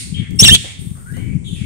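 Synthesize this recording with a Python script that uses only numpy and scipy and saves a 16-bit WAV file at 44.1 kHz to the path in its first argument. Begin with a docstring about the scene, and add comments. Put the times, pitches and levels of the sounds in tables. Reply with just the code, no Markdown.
"""Two budgerigars in a bare room

Two birds court on a perch, each voice driven by the vibrating membrane of its syrinx. One close
squawk overloads the input; softer chirps and warbles arrive mostly as reverberation. Feathers
rustle, claws and beaks tick, and an uneven rumble with low thumps buffets mainly the left microphone."""
import sys
import numpy as np
from scipy import signal
from scipy.fft import rfft, irfft, next_fast_len
from scipy.io import wavfile
from scipy.ndimage import uniform_filter1d

SR = 44100
rng = np.random.default_rng(int(sys.argv[2]) if len(sys.argv) > 2 else 0)


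def unload_wav(signal):
    """Save mono or channel-first audio to the path in sys.argv[1] as 16-bit WAV at rate SR, clipped to [-1, 1]."""
    wavfile.write(
        sys.argv[1],
        SR,
        np.round(np.clip(np.atleast_2d(signal).T, -1, 1) * 32767).astype(np.int16),
    )


N = 72765
LEAD = int(.2 * SR)  # lead-in, so that the room already rings at time zero
T = np.arange(-LEAD, N) / SR
BUFFET_RIGHT_DB = -19  # rumble and thumps, right against left


def squawk():
    """Nonlinear oscillation: a close call leaps between harmonic tones, period doubling and rasp."""
    # Course of the call: time_s, pitch_hz, first_db, second_db, third_db (harmonics), roughness
    contour = [(0.387, 2750, -22, -19.5, -20.5, .4), (0.397, 2758, -16, 1.5, 0.5, 0.05),
               (0.404, 2771, -7.5, 7, -5.5, 0.13), (.411, 3044, -21, -5.5, 1.5, 0.1),
               (0.426, 3309, -17, -3.5, -30, 0.3), (0.43, 3344, 5.5, -25, -20, 0),
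               (.438, 3840, -2.5, -0.5, -23, .3), (.451, 3593, 4, -19, -11.5, 1.19),
               (0.459, 2745, -7.5, -6, -17, 0.31), (0.47, 2823, -10, -8.5, -5.5, 0.1),
               (.481, 2640, -1, -3, -7.5, 0.7), (0.485, 3771, 8, -20, -25.5, 0.42),
               (.491, 3505, 5, -27.5, -18.5, 0), (0.5, 3677, -2.5, -12.5, -30, 0),
               (.502, 2702, -9, -10.5, -21.5, 0.29), (.521, 3130, 0.5, -26.5, -11, 0.04),
               (0.545, 3329, 3, -15, -6, .15), (0.55, 3635, 4, -4.5, -29.5, 1.11),
               (0.555, 3462, -3, -29.5, -49.5, 0.92), (0.566, 3230, -8.5, -33, -38.5, .7)]
    # Breaks to half pitch: centre_s, length_s, level_db against the fundamental
    breaks = [(.493, .021, -8)]
    # Partials of a break: pitch_multiple, level_db
    break_partials = [(.5, 0), (1.5, -10), (2.5, -3)]
    # Spectrum of the breath noise: frequency_hz, level_db
    rasp_spectrum = [(1100, -25), (1700, -10), (3600, 3.5), (4900, -7.5), (8500, 4), (10800, -18.5),
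                     (14000, -31.5), (16000, -23.5)]
    hz, first_db, second_db, third_db, roughness = in_time(contour)
    phase, strength = syrinx(hz, roughness)
    fundamental = from_db(first_db) * np.sin(phase)
    fourth_db = third_db - 25.5
    overtones = sum(from_db(db) * np.sin(k * phase)
                    for k, db in enumerate([second_db, third_db, fourth_db], 2))
    break_level = sum(from_db(first_db + db) * swell(centre - length / 2, length, edge_s=length / 2)
                      for centre, length, db in breaks)
    half_pitch = break_level * sum(from_db(db) * np.sin(k * phase) for k, db in break_partials)
    start, end = contour[0][0], contour[-1][0]
    envelope = from_db(-5) * swell(start, end - start, edge_s=.0088)
    voice = envelope * (place(strength * fundamental, pan_db=-5, lag_s=.000125)
                        + place(strength * (overtones + half_pitch), pan_db=1, lag_s=.00017))
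    voice_level = envelope * np.hypot(from_db(first_db), from_db(second_db))
    rasp_level = from_db(-7.5) * voice_level * (.42 + roughness)  # some breath even in clean tones
    rasp = rasp_level * stereo_noise(rasp_spectrum)
    return voice + wall(voice) + rasp + room(from_db(-28) * voice + from_db(-13) * rasp, build_s=.052)


def syrinx(hz, roughness):
    """Frequency and amplitude modulation: roughness shakes the membrane's phase and strength."""
    jitter, shimmer, wander_hz = .1 * roughness, .55 * roughness, 590
    phase = 2 * np.pi * np.cumsum(hz * (1 + jitter * drift(wander_hz))) / SR
    strength = np.sqrt(2) * (1 + shimmer * drift(wander_hz)) / np.sqrt(1 + shimmer ** 2)
    return phase, strength


def chirps():
    """Source and filter: soft gliding notes of the syrinx are shaped by the throat's resonances."""
    # Notes: start_s, length_s, start_hz, end_hz, level_db, overtone_db, roughness, direct_db
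    notes = [(-.09, 0.094, 2908, 2274, -38.5, 11, 1.19, -8), (.14, .07, 3147, 3294, -36.5, -28, .45, 2.5),
             (.16, 0.12, 2380, 2090, -44, -24, 0.92, -0.5), (0.653, 0.075, 2140, 2337, -44, -6, 1.1, 1),
             (0.949, .08, 1098, 1441, -52, -35, 1.14, -0.5), (1.059, 0.06, 1382, 1717, -43, -30.5, 0.31, 0),
             (1.133, .06, 1847, 2210, -47, -12, 0.45, -1.5),
             (1.136, 0.084, 2926, 3097, -48, -24, 0.41, -6.5),
             (1.183, 0.16, 2242, 2370, -48.5, -18, 0.58, -0.5),
             (1.44, 0.13, 3675, 3280, -39.5, -6, 0.712, -10.5),
             (1.46, 0.035, 3584, 3014, -39, -16.5, 0.12, 2),
             (1.556, .11, 2604, 2187, -42.5, -6, 0.81, -5.5)]
    # Response of the throat: frequency_hz, gain_db
    throat = [(3600, 0), (5500, -9), (9500, 8), (10900, -26.5), (13000, -9.5), (15000, -28)]
    attack_s, release_s = .005, .02
    radiated, direct = 0, 0
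    for start, length, start_hz, end_hz, level_db, overtone_db, roughness, direct_db in notes:
        glide_hz = np.interp(T, [start, start + length], [start_hz, end_hz])
        phase, strength = syrinx(glide_hz, roughness)
        upper = from_db(-6.5) * (np.sin(4 * phase) + np.sin(5 * phase))
        overtones = np.sin(2 * phase) + np.sin(3 * phase) + upper
        source = strength * (np.sin(phase) + from_db(overtone_db) * overtones)
        rise, fall = (T - start) / attack_s, (start + length - T) / release_s + .5
        envelope = np.clip(np.minimum(rise, fall), 0, 1)
        note = from_db(level_db) * envelope * coloured(source, throat)
        radiated += note
        direct += from_db(direct_db) * note
    return place(direct, pan_db=9) + room(place(radiated, pan_db=-1))


def feathers():
    """Friction noise: feathers slide with a high, grainy rustle as the birds shift."""
    # Rustles: start_s, length_s, level_db
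    rustles = [(0.351, 0.071, -48.5), (.787, 0.08, -43.5), (0.874, 0.33, -51.5)]
    # Spectrum of the friction: frequency_hz, level_db
    spectrum = [(3000, -27.5), (6500, -26.5), (8600, -2), (10500, -16), (15500, -26.5)]
    envelope = sum(from_db(db) * swell(start, length, edge_s=.0097) for start, length, db in rustles)
    grain = from_db(2.5 * drift(hz=130))
    direct = place(envelope * grain * noise(spectrum), pan_db=2)
    return direct + from_db(4) * room(direct)


def ticks():
    """Damped impacts: claws and beaks click, the wooden perch knocks, and both decay exponentially."""
    # Impacts: start_s, click_db, knock_db
    impacts = [(0.307, -36, -75), (.641, -55, -31), (.972, -43.5, -48.5), (1.123, -38.5, -51),
               (1.167, -33, -33)]
    # Spectrum of a click: frequency_hz, level_db
    click_spectrum = [(1500, -16), (8700, 0), (11000, -7)]
    # Spectrum of the struck perch: frequency_hz, level_db
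    knock_spectrum = [(300, -1), (480, 12.5), (1050, 2), (1600, -14.5), (4000, -39)]
    click_t60_s, knock_t60_s = .016, .1
    click, knock, strikes = noise(click_spectrum), noise(knock_spectrum), 0
    for start, click_db, knock_db in impacts:
        age = np.maximum(T - start, 0)
        strikes += (T > start) * click * from_db(click_db - 60 * age / click_t60_s)
        strikes += (T > start) * knock * from_db(knock_db - 60 * age / knock_t60_s)
    direct = place(strikes, pan_db=2)
    return direct + from_db(-1.5) * room(direct)


def rumble():
    """Amplitude-modulated noise: an uneven low buffeting, strong on the left and faint on the right."""
    # Envelope on the left: time_s, level_db
    envelope = [(0, -34.5), (.13, -24), (.225, -16), (.26, -35.5), (.31, -18), (.405, -20.5), (.43, -6.5),
                (.48, -11.5), (.53, -2.5), (.575, -24.5), (.76, -48.5), (.81, -25.5), (1.08, -37.5),
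                (1.125, -21.5), (1.33, -17.5), (1.42, -25.5), (1.6, -24), (1.65, -20.5)]
    # Spectrum of the buffeting: frequency_hz, level_db
    spectrum = [(20, -20), (50, -10), (85, 1), (180, -3.5), (400, -24), (700, -53), (3000, -94)]
    window_s = .03
    level_db, = in_time(envelope)
    buffeting = stereo_noise(spectrum)
    power = uniform_filter1d(buffeting ** 2, int(window_s * SR))
    power = uniform_filter1d(power, int(window_s * SR / 2))
    steady = buffeting / np.sqrt(power)  # evened out, so that the envelope sets the surges
    return steady * from_db(level_db) * from_db([[0], [BUFFET_RIGHT_DB]])


def thumps():
    """Gaussian wave packets: low bumps of a cycle or two stand out of the rumble, mainly on the left."""
    # Bumps: centre_s, peak_db
    bumps = [(.128, -7.5), (.202, -4), (.427, 9), (0.499, -12.5), (0.524, -6), (0.795, -20), (.874, -11),
             (0.917, -12.5), (1.127, -12.5), (1.162, -14), (1.277, -13), (1.355, -4.5), (1.365, -4),
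             (1.533, -8), (1.619, -7)]
    pitch_hz, width_cycles = 155.4, .71
    pressure = 0
    for centre, peak_db in bumps:
        cycles = (T - centre) * pitch_hz
        envelope = from_db(peak_db) * np.exp(-(cycles / width_cycles) ** 2)
        pressure += envelope * np.cos(2 * np.pi * (cycles + rng.random()))
    return pressure * from_db([[0], [BUFFET_RIGHT_DB]])


def wall(x):
    """Early reflections: dense echoes from the wall behind the perch interfere and blur the call."""
    t60_s = .063
    t = np.arange(SR // 20) / SR
    echoes = rng.standard_normal((2, len(t))) * from_db(-60 * t / t60_s)
    echoes /= np.linalg.norm(echoes, axis=1, keepdims=True)
    return from_db(-5) * signal.fftconvolve(x, echoes, axes=1)[:, :len(T)]


def room(x, build_s=.00093):
    """Diffuse reverberation: the field builds up, then each band decays at its own rate."""
    # Reverberation time: frequency_hz, t60_s
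    decay_times = [(300, 0.299), (2500, 0.69), (9000, 0.52)]
    # Colour of the reverberation: frequency_hz, gain_db
    colour = [(300, -10.5), (2000, 1.5), (5500, 0.5), (8500, -8.5), (11500, 6.5), (15000, -3)]
    t, edges_hz, tail = np.arange(SR) / SR, np.geomspace(200, 16000, 13), 0
    white = rng.standard_normal((2, 2, SR))
    for k, (low, high) in enumerate(zip(edges_hz, edges_hz[1:])):
        hz = np.sqrt(low * high)
        envelope = from_db(-60 * t / at_hz(decay_times, hz)) * (1 - np.exp(-t / build_s))
        bandpass = signal.butter(2, [low, high], "band", fs=SR, output="sos")
        band = signal.sosfilt(bandpass, white[k % 2])  # adjacent bands are uncorrelated
        tail += band * envelope / np.linalg.norm(envelope) * from_db(at_hz(colour, hz))
    return signal.fftconvolve(x, tail, axes=1)[:, :len(T)]


def room_tone():
    """Stationary noise: the quiet of the room, mostly low with a faint hiss."""
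    # Spectrum of the background: frequency_hz, level_db
    spectrum = [(25, -8.5), (110, 9), (500, -23.5), (4000, -41.5), (9000, -23), (15000, -97)]
    return from_db(-36.5) * stereo_noise(spectrum)


def place(x, pan_db, lag_s=-.00045):
    """Level and time differences: positive pan favours the left; positive lag delays the left."""
    left, right = [np.pad(x, (max(round(lag * SR), 0), 0))[:len(x)] for lag in (lag_s, -lag_s)]
    return np.array([left * from_db(pan_db / 2), right * from_db(-pan_db / 2)])


def swell(start_s, length_s, edge_s):
    """Envelope with a quarter-sine rise and fall."""
    return np.sin(np.pi / 2 * np.clip(np.minimum(T - start_s, start_s + length_s - T) / edge_s, 0, 1))


def drift(hz):
    """Low-pass noise: a random wander of unit spread."""
    x = signal.sosfilt(signal.butter(2, hz, fs=SR, output="sos"), rng.standard_normal(len(T)))
    return x / x.std()


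def noise(spectrum):
    """Coloured noise of unit rms."""
    x = coloured(rng.standard_normal(len(T)), spectrum)
    return x / x.std()


def stereo_noise(spectrum):
    """Incoherent noise at the two microphones."""
    return np.array([noise(spectrum), noise(spectrum)])


def coloured(x, spectrum):
    """Zero-phase filtering by a spectrum."""
    size = next_fast_len(len(x) + LEAD)
    gain = from_db(at_hz(spectrum, np.fft.rfftfreq(size, 1 / SR)))
    return irfft(rfft(x, size) * gain, size)[:len(x)]


def at_hz(points, hz):
    """Interpolation on a log-frequency axis."""
    frequencies, values = np.transpose(points)
    return np.interp(np.log(hz + 1e-9), np.log(frequencies), values)


def in_time(rows):
    """Linear interpolation of each column over time."""
    times, *columns = np.transpose(rows)
    return [np.interp(T, times, column) for column in columns]


def from_db(db):
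    """Decibels to amplitude ratio."""
    return 10 ** (np.asarray(db) / 20)


def scene():
    """Superposition: birds, buffeting and the quiet of the room add at the microphones."""
    background = room_tone()
    return (squawk() + chirps() + feathers() + ticks() + rumble() + thumps() + background)[:, LEAD:]


def record(dry):
    """Saturation: the overloaded input rounds off peaks, then a steep low-pass cuts the top."""
    knee, cutoff_hz = 5, 15600
    clipped = dry / (1 + np.abs(dry) ** knee) ** (1 / knee)
    return signal.sosfilt(signal.ellip(10, .1, 70, cutoff_hz, fs=SR, output="sos"), clipped)


dry = scene()
out = record(dry)
unload_wav(out)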